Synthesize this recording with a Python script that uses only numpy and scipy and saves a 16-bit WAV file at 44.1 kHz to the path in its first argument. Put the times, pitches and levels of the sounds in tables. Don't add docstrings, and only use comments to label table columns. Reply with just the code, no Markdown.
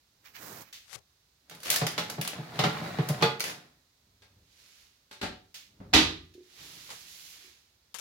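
import sys
import numpy as np
from scipy import signal
from scipy.fft import rfft, irfft
from scipy.io import wavfile

SR = 44100
rng = np.random.default_rng(int(sys.argv[2]) if len(sys.argv) > 2 else 0)


def generate_wav(signal):
    frames = np.transpose(np.atleast_2d(signal))
    scaled = np.clip(frames, -1, 1) * 32767
    pcm = np.round(scaled).astype(np.int16)
    wavfile.write(sys.argv[1], SR, pcm)


N = 353020
TIME = np.arange(N) / SR


def from_db(db):
    return 10 ** (np.asarray(db) / 20)


def at_hz(points, hz):
    table = np.array(points)
    return np.interp(np.log(hz + 1), np.log(table[:, 0]), table[:, 1])


def decay(t, t60):
    return np.exp(-np.log(1000) * t / np.maximum(t60, 1e-3))


def convolve(x, response):
    return signal.fftconvolve(x, np.atleast_2d(response), axes=1)[:, :x.shape[1]]


def tilt_at(hz, tilt_db, pivot_hz):
    return tilt_db * np.log2(1 + hz / pivot_hz)


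def colour(x, spectrum, tilt_db=0, pivot_hz=200, size=4096):
    hz = np.fft.rfftfreq(size, 1 / SR)
    gain = from_db(at_hz(spectrum, hz))
    gain = gain / np.sqrt(np.mean(gain ** 2))
    gain = gain * from_db(tilt_at(hz, tilt_db, pivot_hz))
    cepstrum = irfft(np.log(gain))[:size // 2]
    cepstrum[1:] *= 2
    return convolve(x, irfft(np.exp(rfft(cepstrum, size))))


def noise(size, grain_db=0, apart_hz=620):
    mid, side = rng.standard_normal((2, size))
    side = signal.sosfilt(signal.butter(2, apart_hz, "high", fs=SR, output="sos"), side)
    grain_sizes = np.minimum(rng.exponential(1, size // 24 + 1), 4.5)
    grains = np.repeat(from_db(grain_db * grain_sizes), 24)[:size]
    return np.array([mid + side, mid - side]) * grains / np.sqrt(np.mean(grains ** 2))


def ring(force, hz, t60):
    r, w = decay(1 / SR, t60), 2 * np.pi * hz / SR
    return signal.lfilter([0, np.sin(w)], [1, -2 * r * np.cos(w), r * r], force + 1e-18)


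def panned(x, pan_db):
    gains = from_db([[pan_db / 2], [-pan_db / 2]])
    return x * gains / np.sqrt(np.mean(gains ** 2))


def shaded(x, pan_db, bass_hz=600):
    bass = signal.lfilter(*signal.butter(1, bass_hz, fs=SR), x)
    return bass + panned(x - bass, pan_db)


def add(out, s, sound):
    start = round(s * SR)
    out[:, start:start + sound.shape[1]] += sound[:, :N - start]


def strokes(rows, rise_s, fall_s):
    gain = 1e-8
    for start, end, db, *_ in rows:
        swell = decay(np.maximum(start - TIME, 0), rise_s)
        fade = decay(np.maximum(TIME - end, 0), fall_s)
        gain = np.maximum(gain, from_db(db) * swell * fade)
    return gain


def blow(spectrum, tilt_db, rattle_t60, crack_db, grain_db, pivot_hz,
         modes=(), chatter=.5, detune=0, size=28000):
    click = signal.unit_impulse(size)
    rattle = noise(size, grain_db) * decay(np.arange(size) / SR, rattle_t60)
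    out = colour(rattle + from_db(crack_db) * click, spectrum, tilt_db, pivot_hz)
    force = click + chatter * rattle / np.sqrt(np.sum(rattle[0] ** 2))
    shifts = rng.uniform(-1.1, 1, len(modes))
    for k, ((hz, db, t60), shift) in enumerate(zip(modes, shifts)):
        height = (-1) ** k * from_db(db + tilt_at(hz, tilt_db, pivot_hz))
        out += height * ring(force, hz * (1 + detune * shift), t60)
    return out


# frequency in Hz, time to fall 60 dB in seconds.
KITCHEN_DECAY = [(60, 0.62), (300, 0.47), (700, 0.33), (4000, 0.37), (8000, 0.28), (16000, 0.19)]


def kitchen(x, wet_db, bass_hz=60, build_s=0.0023, size=36000):
    t, hz = np.arange(size) / SR, np.fft.rfftfreq(size, 1 / SR)
    white, centres = rfft(noise(size)), [f for f, t60 in KITCHEN_DECAY]
    tail = 0
    for share, (f, t60) in zip(np.eye(len(centres)), KITCHEN_DECAY):
        band = irfft(white * at_hz(list(zip(centres, share)), hz), size)
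        tail = tail + band * decay(t, t60)
    tail = tail * (1 - np.exp(-(t / build_s) ** 2))
    tail = signal.lfilter(*signal.butter(1, bass_hz, "high", fs=SR), tail)
    return x + from_db(wet_db) * convolve(x, tail / np.sqrt(np.sum(tail ** 2) / 2))


# frequency in Hz, relative dB per Hz.
QUIET_SPECTRUM = [(25, -27.5), (64, -4.5), (220, -17), (700, -23), (3000, -24), (4000, -19), (6500, -24),
                  (8500, -31), (16000, -30)]


def quiet():
    return from_db(-71) * shaded(colour(noise(N), QUIET_SPECTRUM), pan_db=-4.5)


# start in seconds, end in seconds, relative level in dB.
GRIP_STROKES = [(.25, 0.715, -68), (.425, 0.53, -46.5), (.52, 0.622, -48)]
# start in seconds, end in seconds, relative level in dB.
SCUFF_STROKES = [(.257, .27, -52), (.354, .366, -46), (.39, .69, -61.5)]
# start in seconds, end in seconds, relative level in dB.
WIPE_STROKES = [(.947, .959, -40.5), (.98, .992, -58.5)]
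# time in seconds, relative level in dB,
# tilt in dB per octave, time for the rattle to fall 60 dB in seconds, lean to the left in dB.
FINGER_TAPS = [(.957, -36, -21, .14, 19), (6.892, -41.5, -6.5, 0.061, 2), (6.903, -43, -2.5, 0.28, -2.5),
               (7.943, -43, 0, 0.18, 33), (7.986, -49.5, 2, 0.63, 29)]
# frequency in Hz, relative dB per Hz.
SKIN_SPECTRUM = [(50, -19), (110, 1.5), (220, 0.5), (420, -1.5), (1600, -5), (2700, -14), (6500, -10),
                 (9200, -16.5), (14000, -8.5), (16000, -11)]
# frequency in Hz, relative dB per Hz.
FINGER_SPECTRUM = [(60, -14), (130, 1.5), (260, -14.5), (450, -1), (900, -0.5), (1600, 0), (5000, 0.5),
                   (7000, -0.5), (9000, -6.5), (11000, -4.5), (16000, -20)]


def fingers():
    palm_rub = noise(N, grain_db=2.0) * strokes(GRIP_STROKES, rise_s=0.27, fall_s=0.11)
    palm = colour(palm_rub, SKIN_SPECTRUM)
    scuff_rub = noise(N, grain_db=2) * strokes(SCUFF_STROKES, rise_s=0.054, fall_s=0.21)
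    scuff = colour(scuff_rub, [(200, -31), (900, -6.5), (2300, 1.5), (3500, -6.0),
                               (6000, -7.0), (9000, -21.0), (16000, -6)])
    out = shaded(palm + scuff, pan_db=-15, bass_hz=1510)
    wipe_rub = noise(N, grain_db=2.5) * strokes(WIPE_STROKES, rise_s=0.2, fall_s=0.02)
    out += from_db(-2.5) * panned(colour(wipe_rub, FINGER_SPECTRUM), pan_db=30)
    for s, db, tilt, rattle, pan in FINGER_TAPS:
        tap = blow(FINGER_SPECTRUM, tilt, rattle, crack_db=11.0, grain_db=0.0, pivot_hz=2016)
        add(out, s, from_db(db + 4.0) * panned(tap, pan))
    return out


# time in seconds, relative level in dB,
# time for the rattle to fall 60 dB in seconds, lean to the left in dB.
FITTING_CLICKS = [(.727, -43.5, 0.33, -0.5), (5.543, -42.5, 0.34, -4), (6.339, -57, 0.12, -2.5)]
# frequency in Hz, relative dB per Hz.
CLICK_SPECTRUM = [(100, -11.5), (300, -16.5), (1000, -14.5), (2000, -4), (3500, 0), (6500, -4.5),
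                  (8500, -13), (16000, -12)]


def clicks():
    out = np.zeros((2, N))
    for s, db, rattle, pan in FITTING_CLICKS:
        click = blow(CLICK_SPECTRUM, 0, rattle, crack_db=3, grain_db=1.5, pivot_hz=1500)
        add(out, s, from_db(db - 3) * panned(click, pan))
    return kitchen(out, wet_db=-5.5)


# start in seconds, end in seconds, relative grinding level in dB.
TRAY_SHOVES = [(1.52, 1.58, -60.5), (1.69, 2.52, -50), (2.56, 2.563, -42.5), (2.6, 2.793, -42.5),
               (2.84, 2.88, -42), (2.9, 3.24, -45), (3.47, 3.54, -51.5)]


def shoving():
    return strokes(TRAY_SHOVES, rise_s=0.22, fall_s=0.61)


# start in seconds, end in seconds,
# relative snap level in dB, tilt in dB per octave.
PAPER_CRUMPLES = [(1.654, 1.697, -13, -7), (1.715, 1.77, -10.5, -0.5), (3.454, 3.5, -15, -7.5)]
SNAP_GAP_S, SNAP_SPREAD_DB = .014, 0.5


def crumple_snaps():
    snaps = []
    for start, end, db, tilt in PAPER_CRUMPLES:
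        for k, (shift, size) in enumerate(rng.uniform(-1, 1, (10, 2))):
            if k * SNAP_GAP_S < end - start:
                snaps.append((start + SNAP_GAP_S * (k + .3 * shift), db + SNAP_SPREAD_DB * size, tilt))
    return snaps


# time in seconds, relative level in dB, tilt in dB per octave.
PAPER_SNAPS = [(1.497, -31.5, 0.5), (1.549, -38.5, 3.5), (1.603, -37, 1), (1.632, -24, 0),
               (1.702, -13, 5.5), (1.761, -12.5, 2.5), (1.867, -6.5, -2), (1.917, -35, 3),
               (2.038, -25.5, -2), (2.099, -17, -0.5), (2.213, -13.5, 1), (2.249, -14, -3), (2.276, -15, 1),
               (2.333, -11, -15), (3.088, -18.5, 3), (3.397, -23, 1.5), (3.405, -12, 0),
               (3.44, -13.5, -1.5)]
# frequency in Hz, relative dB per Hz.
PAPER_SPECTRUM = [(100, -19.5), (500, 0), (1000, -7.5), (1500, -1), (4500, -2), (6500, -3.5), (8500, -9),
                  (10500, -5), (16000, -11.5)]


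def paper():
    rustle = from_db(-17) * shoving()
    crackle = from_db(-32) * strokes(PAPER_CRUMPLES, rise_s=0.14, fall_s=.15)
    out = colour(noise(N, grain_db=1.5) * np.hypot(rustle, crackle), PAPER_SPECTRUM)
    for s, db, tilt in PAPER_SNAPS + crumple_snaps():
        snap = blow(PAPER_SPECTRUM, tilt, rattle_t60=0.036, crack_db=4.0, grain_db=1.5,
                    pivot_hz=3000, size=9000)
        add(out, s, from_db(db - 14.5) * snap)
    return kitchen(out, wet_db=-1.5)


# frequency in Hz, relative level in dB, time to fall 60 dB in seconds.
TRAY_NOTES = [(114, -11.5, 0.15), (135, -0.5, 0.19), (163.4, 1, 0.18), (209, -16, 0.41), (326, -12, 0.14),
              (383, -10.5, 0.13), (451, -11, 0.27), (552, -14, .22), (613, -12.5, 0.3), (735, -7.5, 0.26),
              (850, -16.5, 0.35), (1245, -16.5, 0.22), (1405, -17.5, 0.3), (2040, -17.5, 0.3),
              (2890, -25, .25), (3470, -22.5, .22)]
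SLIP_DB, SLIP_SPREAD_DB = -7.5, 3
SLIP_DETUNE, SLIP_DAMPING = 0.038, .55
WIRE_LOW_HZ, WIRE_HIGH_HZ, WIRE_DB, WIRE_TILT_DB, WIRE_RING_S = 693, 4820, 5, -3, 0.025


def slips(effort, count=220, size=4400, order=7):
    out, t = np.zeros((2, N)), np.arange(size) / SR
    mode_hz, mode_db, mode_t60 = np.transpose(TRAY_NOTES)
    for s in rng.uniform(TRAY_SHOVES[0][0], TRAY_SHOVES[-1][1], count):
        octaves = rng.random(order) * np.log2(WIRE_HIGH_HZ / WIRE_LOW_HZ)
        tray_hz = mode_hz * (1 + SLIP_DETUNE * rng.uniform(-1, 1, len(mode_hz)))
        hz = np.r_[tray_hz, WIRE_LOW_HZ * 2 ** octaves]
        db = np.r_[mode_db, WIRE_DB + WIRE_TILT_DB * octaves]
        db = db + SLIP_SPREAD_DB * rng.uniform(-1.8, 2.6, len(hz))
        t60 = np.r_[mode_t60 * SLIP_DAMPING, np.full(order, WIRE_RING_S)]
        partials = np.sin(2 * np.pi * hz[:, None] * t) * decay(t, t60[:, None])
        lean = rng.uniform(-1, 1, len(hz)) * np.minimum(hz / 1000, 1)
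        signs = rng.choice([-1, 1], len(hz))
        gains = from_db(db + SLIP_DB) * signs * np.array([1 + lean, 1 - lean])
        add(out, s, effort[round(s * SR)] * gains @ partials)
    return out


# time in seconds, relative level in dB, hardness in dB per octave.
TRAY_KNOCKS = [(1.511, -55, 3), (1.814, -23, -2), (1.979, -33, 2.5), (2.18, -25, -6), (2.387, -30, -7.5),
               (2.591, -26.5, 1), (2.612, -27.5, -4.5), (2.638, -19.5, -0.5), (2.811, -28.5, -5.5),
               (2.986, -20, -4.5), (3.094, -21, -6), (3.212, -32, -0.5), (3.224, -22.5, 0)]
# frequency in Hz, relative dB per Hz.
KNOCK_SPECTRUM = [(40, -27.5), (100, -3), (160, 15), (270, 3), (450, 4), (1000, 0), (1400, -3),
                  (3800, -4.5), (5500, -11.5), (8500, -24), (11000, -26), (16000, -30.5)]
# frequency in Hz, relative dB per Hz.
GRIND_SPECTRUM = [(50, -30.5), (145, 0), (250, -3.5), (500, -11.5), (730, -8), (900, -15.5), (1900, -15),
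                  (3000, -25), (3800, -20), (8700, -36), (16000, -35.5)]
# frequency in Hz, relative dB per Hz.
CRASH_SPECTRUM = [(170, 0), (300, -3.5), (450, 1), (950, -6), (1300, 0), (2000, -9), (3600, -6.5),
                  (4600, -13.5), (9000, -28.5)]
# frequency in Hz, relative level in dB, time to fall 60 dB in seconds.
BACK_WALL_NOTES = [(373, -0.5, 0.15), (459, 4, .2), (860, -11, .26), (1206, 0.5, .17), (1445, -14, 0.3),
                   (1900, -13, 0.17), (2418, -9.5, 0.22), (2520, -7.5, .17), (3350, -8.5, .2),
                   (3570, -8, .16), (4130, -6.5, 0.092), (4533, -9.5, .2)]
HOME_S, HOME_DB, HOME_RING_S = 3.224, -22.5, 0.17


def tray():
    out = np.zeros((2, N))
    for s, db, hardness in TRAY_KNOCKS:
        knock = blow(KNOCK_SPECTRUM, hardness, rattle_t60=0.18, crack_db=8.0, grain_db=1.0,
                     pivot_hz=260, modes=TRAY_NOTES, chatter=0.78, detune=0.031)
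        add(out, s, from_db(db - 0.5) * knock)
    crash = blow(CRASH_SPECTRUM, 0, HOME_RING_S, crack_db=4, grain_db=2.5,
                 pivot_hz=260, modes=BACK_WALL_NOTES, chatter=.25)
    add(out, HOME_S, from_db(HOME_DB) * crash)
    effort = shoving()
    grinding = colour(noise(N, grain_db=1.5) * effort, GRIND_SPECTRUM)
    out += slips(effort) + from_db(-0.43) * grinding
    radiated = signal.sosfilt(signal.butter(2, 62, "high", fs=SR, output="sos"), out)
    return shaded(kitchen(radiated, wet_db=-5.5, bass_hz=324), pan_db=-1.5)


# start in seconds, end in seconds, relative rumble level in dB.
DOOR_SWINGS = [(4.09, 4.11, -68.5), (4.33, 4.39, -64), (5.74, 5.79, -63), (5.89, 5.92, -51)]
# time in seconds, relative level in dB,
# hardness in dB per octave, time for the rattle to fall 60 dB in seconds.
HINGE_CLUNKS = [(4.221, -63, 2.5, 0.13), (5.112, -57.5, 3.5, 0.1), (5.128, -60, 4, 0.11),
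                (5.214, -39.5, 1.82, 0.16), (5.229, -27.5, -0.8, 0.15), (5.802, -32.5, -7.5, 0.22)]
# frequency in Hz, relative dB per Hz.
HINGE_SPECTRUM = [(40, -5.5), (100, 1.5), (200, 4), (600, -1), (900, -4), (4500, -9), (6000, -18),
                  (16000, -34.5)]
# frequency in Hz, relative level in dB, time to fall 60 dB in seconds.
HINGE_NOTES = [(106.5, -9, .12), (380.4, -13.5, 0.27), (584, -14.5, .3), (739, -13, .25), (874, -12, .23),
               (1345, -15.5, 0.19), (1610, -17, .19)]


def hinges():
    rumble = colour(noise(N), [(30, -22.5), (60, 3.0), (120, -3.0), (400, -16.5),
                               (1500, -34), (6000, -60.5)])
    out = from_db(-3.0) * strokes(DOOR_SWINGS, rise_s=0.7, fall_s=0.6) * rumble
    for s, db, hardness, rattle in HINGE_CLUNKS:
        clunk = blow(HINGE_SPECTRUM, hardness, rattle, crack_db=-1.0, grain_db=1,
                     pivot_hz=250, modes=HINGE_NOTES, chatter=.4)
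        add(out, s, from_db(db - 2.0) * clunk)
    return kitchen(out, wet_db=-1.0)


# start in seconds, end in seconds, relative level in dB.
CLOTH_STROKES = [(4.6, 4.82, -65), (6.63, 7.02, -53.5), (7.1, 7.32, -52), (7.35, 7.46, -58.5)]
# start in seconds, end in seconds, relative level in dB.
HANDLE_STROKES = [(6.61, 6.63, -55)]
# frequency in Hz, relative dB per Hz.
FABRIC_SPECTRUM = [(100, -9), (900, -12), (2200, -0.5), (4300, 3.5), (6800, 1.5), (8600, -7), (11000, -2),
                   (16000, -7.5)]
# frequency in Hz,
# relative dB per Hz.
DOOR_SPECTRUM = [(38, -14.5), (54, 3.5), (100, 1.5), (160, -0.5), (330, 4.5), (600, -6), (900, -3.5),
                 (1500, -6), (2500, -2), (3900, 0), (5000, -6), (6700, -12), (8800, -24), (11000, -23.5),
                 (16000, -36.5)]


def cloth():
    speed = strokes(CLOTH_STROKES, rise_s=0.59, fall_s=0.66)
    briskness = speed / speed.max()
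    soft = colour(noise(N, grain_db=1.5), FABRIC_SPECTRUM, tilt_db=-6.5, pivot_hz=5970)
    brisk = colour(noise(N, grain_db=1), FABRIC_SPECTRUM)
    hiss = speed * (from_db(10.0) * np.sqrt(1 - briskness) * soft + np.sqrt(briskness) * brisk)
    drag = noise(N) * strokes(HANDLE_STROKES, rise_s=0.27, fall_s=2.25)
    hum = colour(drag, DOOR_SPECTRUM) + from_db(-34.5) * ring(drag, hz=172.4, t60=0.15)
    return shaded(hiss + hum, pan_db=-5.0)


# time in seconds, relative level in dB,
# hardness in dB per octave, time for the rattle to fall 60 dB in seconds.
DOOR_SLAM = [(5.931, -20.5, -3.5, 0.11), (5.936, -16, 0.5, 0.29), (5.962, -19, -1, 0.31),
             (5.982, -24.5, -1, .15)]
# time in seconds, relative level in dB.
DOOR_SETTLING = [(6.35, -43.5), (6.378, -41.5), (6.406, -45.5), (7.444, -57.5), (7.476, -57)]
# frequency in Hz, relative level in dB, time to fall 60 dB in seconds.
DOOR_NOTES = [(54.1, -19, 0.46), (85.7, -15.5, 0.55), (164.7, -19, 0.68), (209, -22.5, 0.61),
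              (322, -12, 0.28), (367, -18.5, 0.62), (768, -17, 0.24), (1204, -16.5, 0.26), (1997, -16, .27),
              (2590, -18, .27), (3122, -25.5, .27), (3408, -18.5, .32), (3780, -14.5, 0.28),
              (4700, -15, 0.26)]


def door():
    out, bumps = np.zeros((2, 2, N))
    for s, db, hardness, rattle in DOOR_SLAM:
        bang = blow(DOOR_SPECTRUM, hardness, rattle, crack_db=6, grain_db=0.85,
                    pivot_hz=246, modes=DOOR_NOTES, chatter=0.57)
        add(out, s, from_db(db - 1.0) * bang)
    for s, db in DOOR_SETTLING:
        add(bumps, s, from_db(db) * np.ones((2, 1)))
    hollow_note = ring(bumps, hz=363.2, t60=0.063)
    out += signal.lfilter(*signal.butter(2, [240, 520], "band", fs=SR), hollow_note)
    return shaded(kitchen(out, wet_db=-4.5, bass_hz=40), pan_db=-2.5)


def scene():
    return quiet() + fingers() + clicks() + paper() + tray() + hinges() + cloth() + door()


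def record(dry):
    thin = signal.sosfilt(signal.butter(2, 32, "high", fs=SR, output="sos"), dry)
    rounded = thin / (1 + (thin / .9) ** 4) ** .25
    return signal.sosfilt(signal.ellip(10, .2, 70, 16100, fs=SR, output="sos"), rounded)


dry = scene()
out = record(dry)
generate_wav(out)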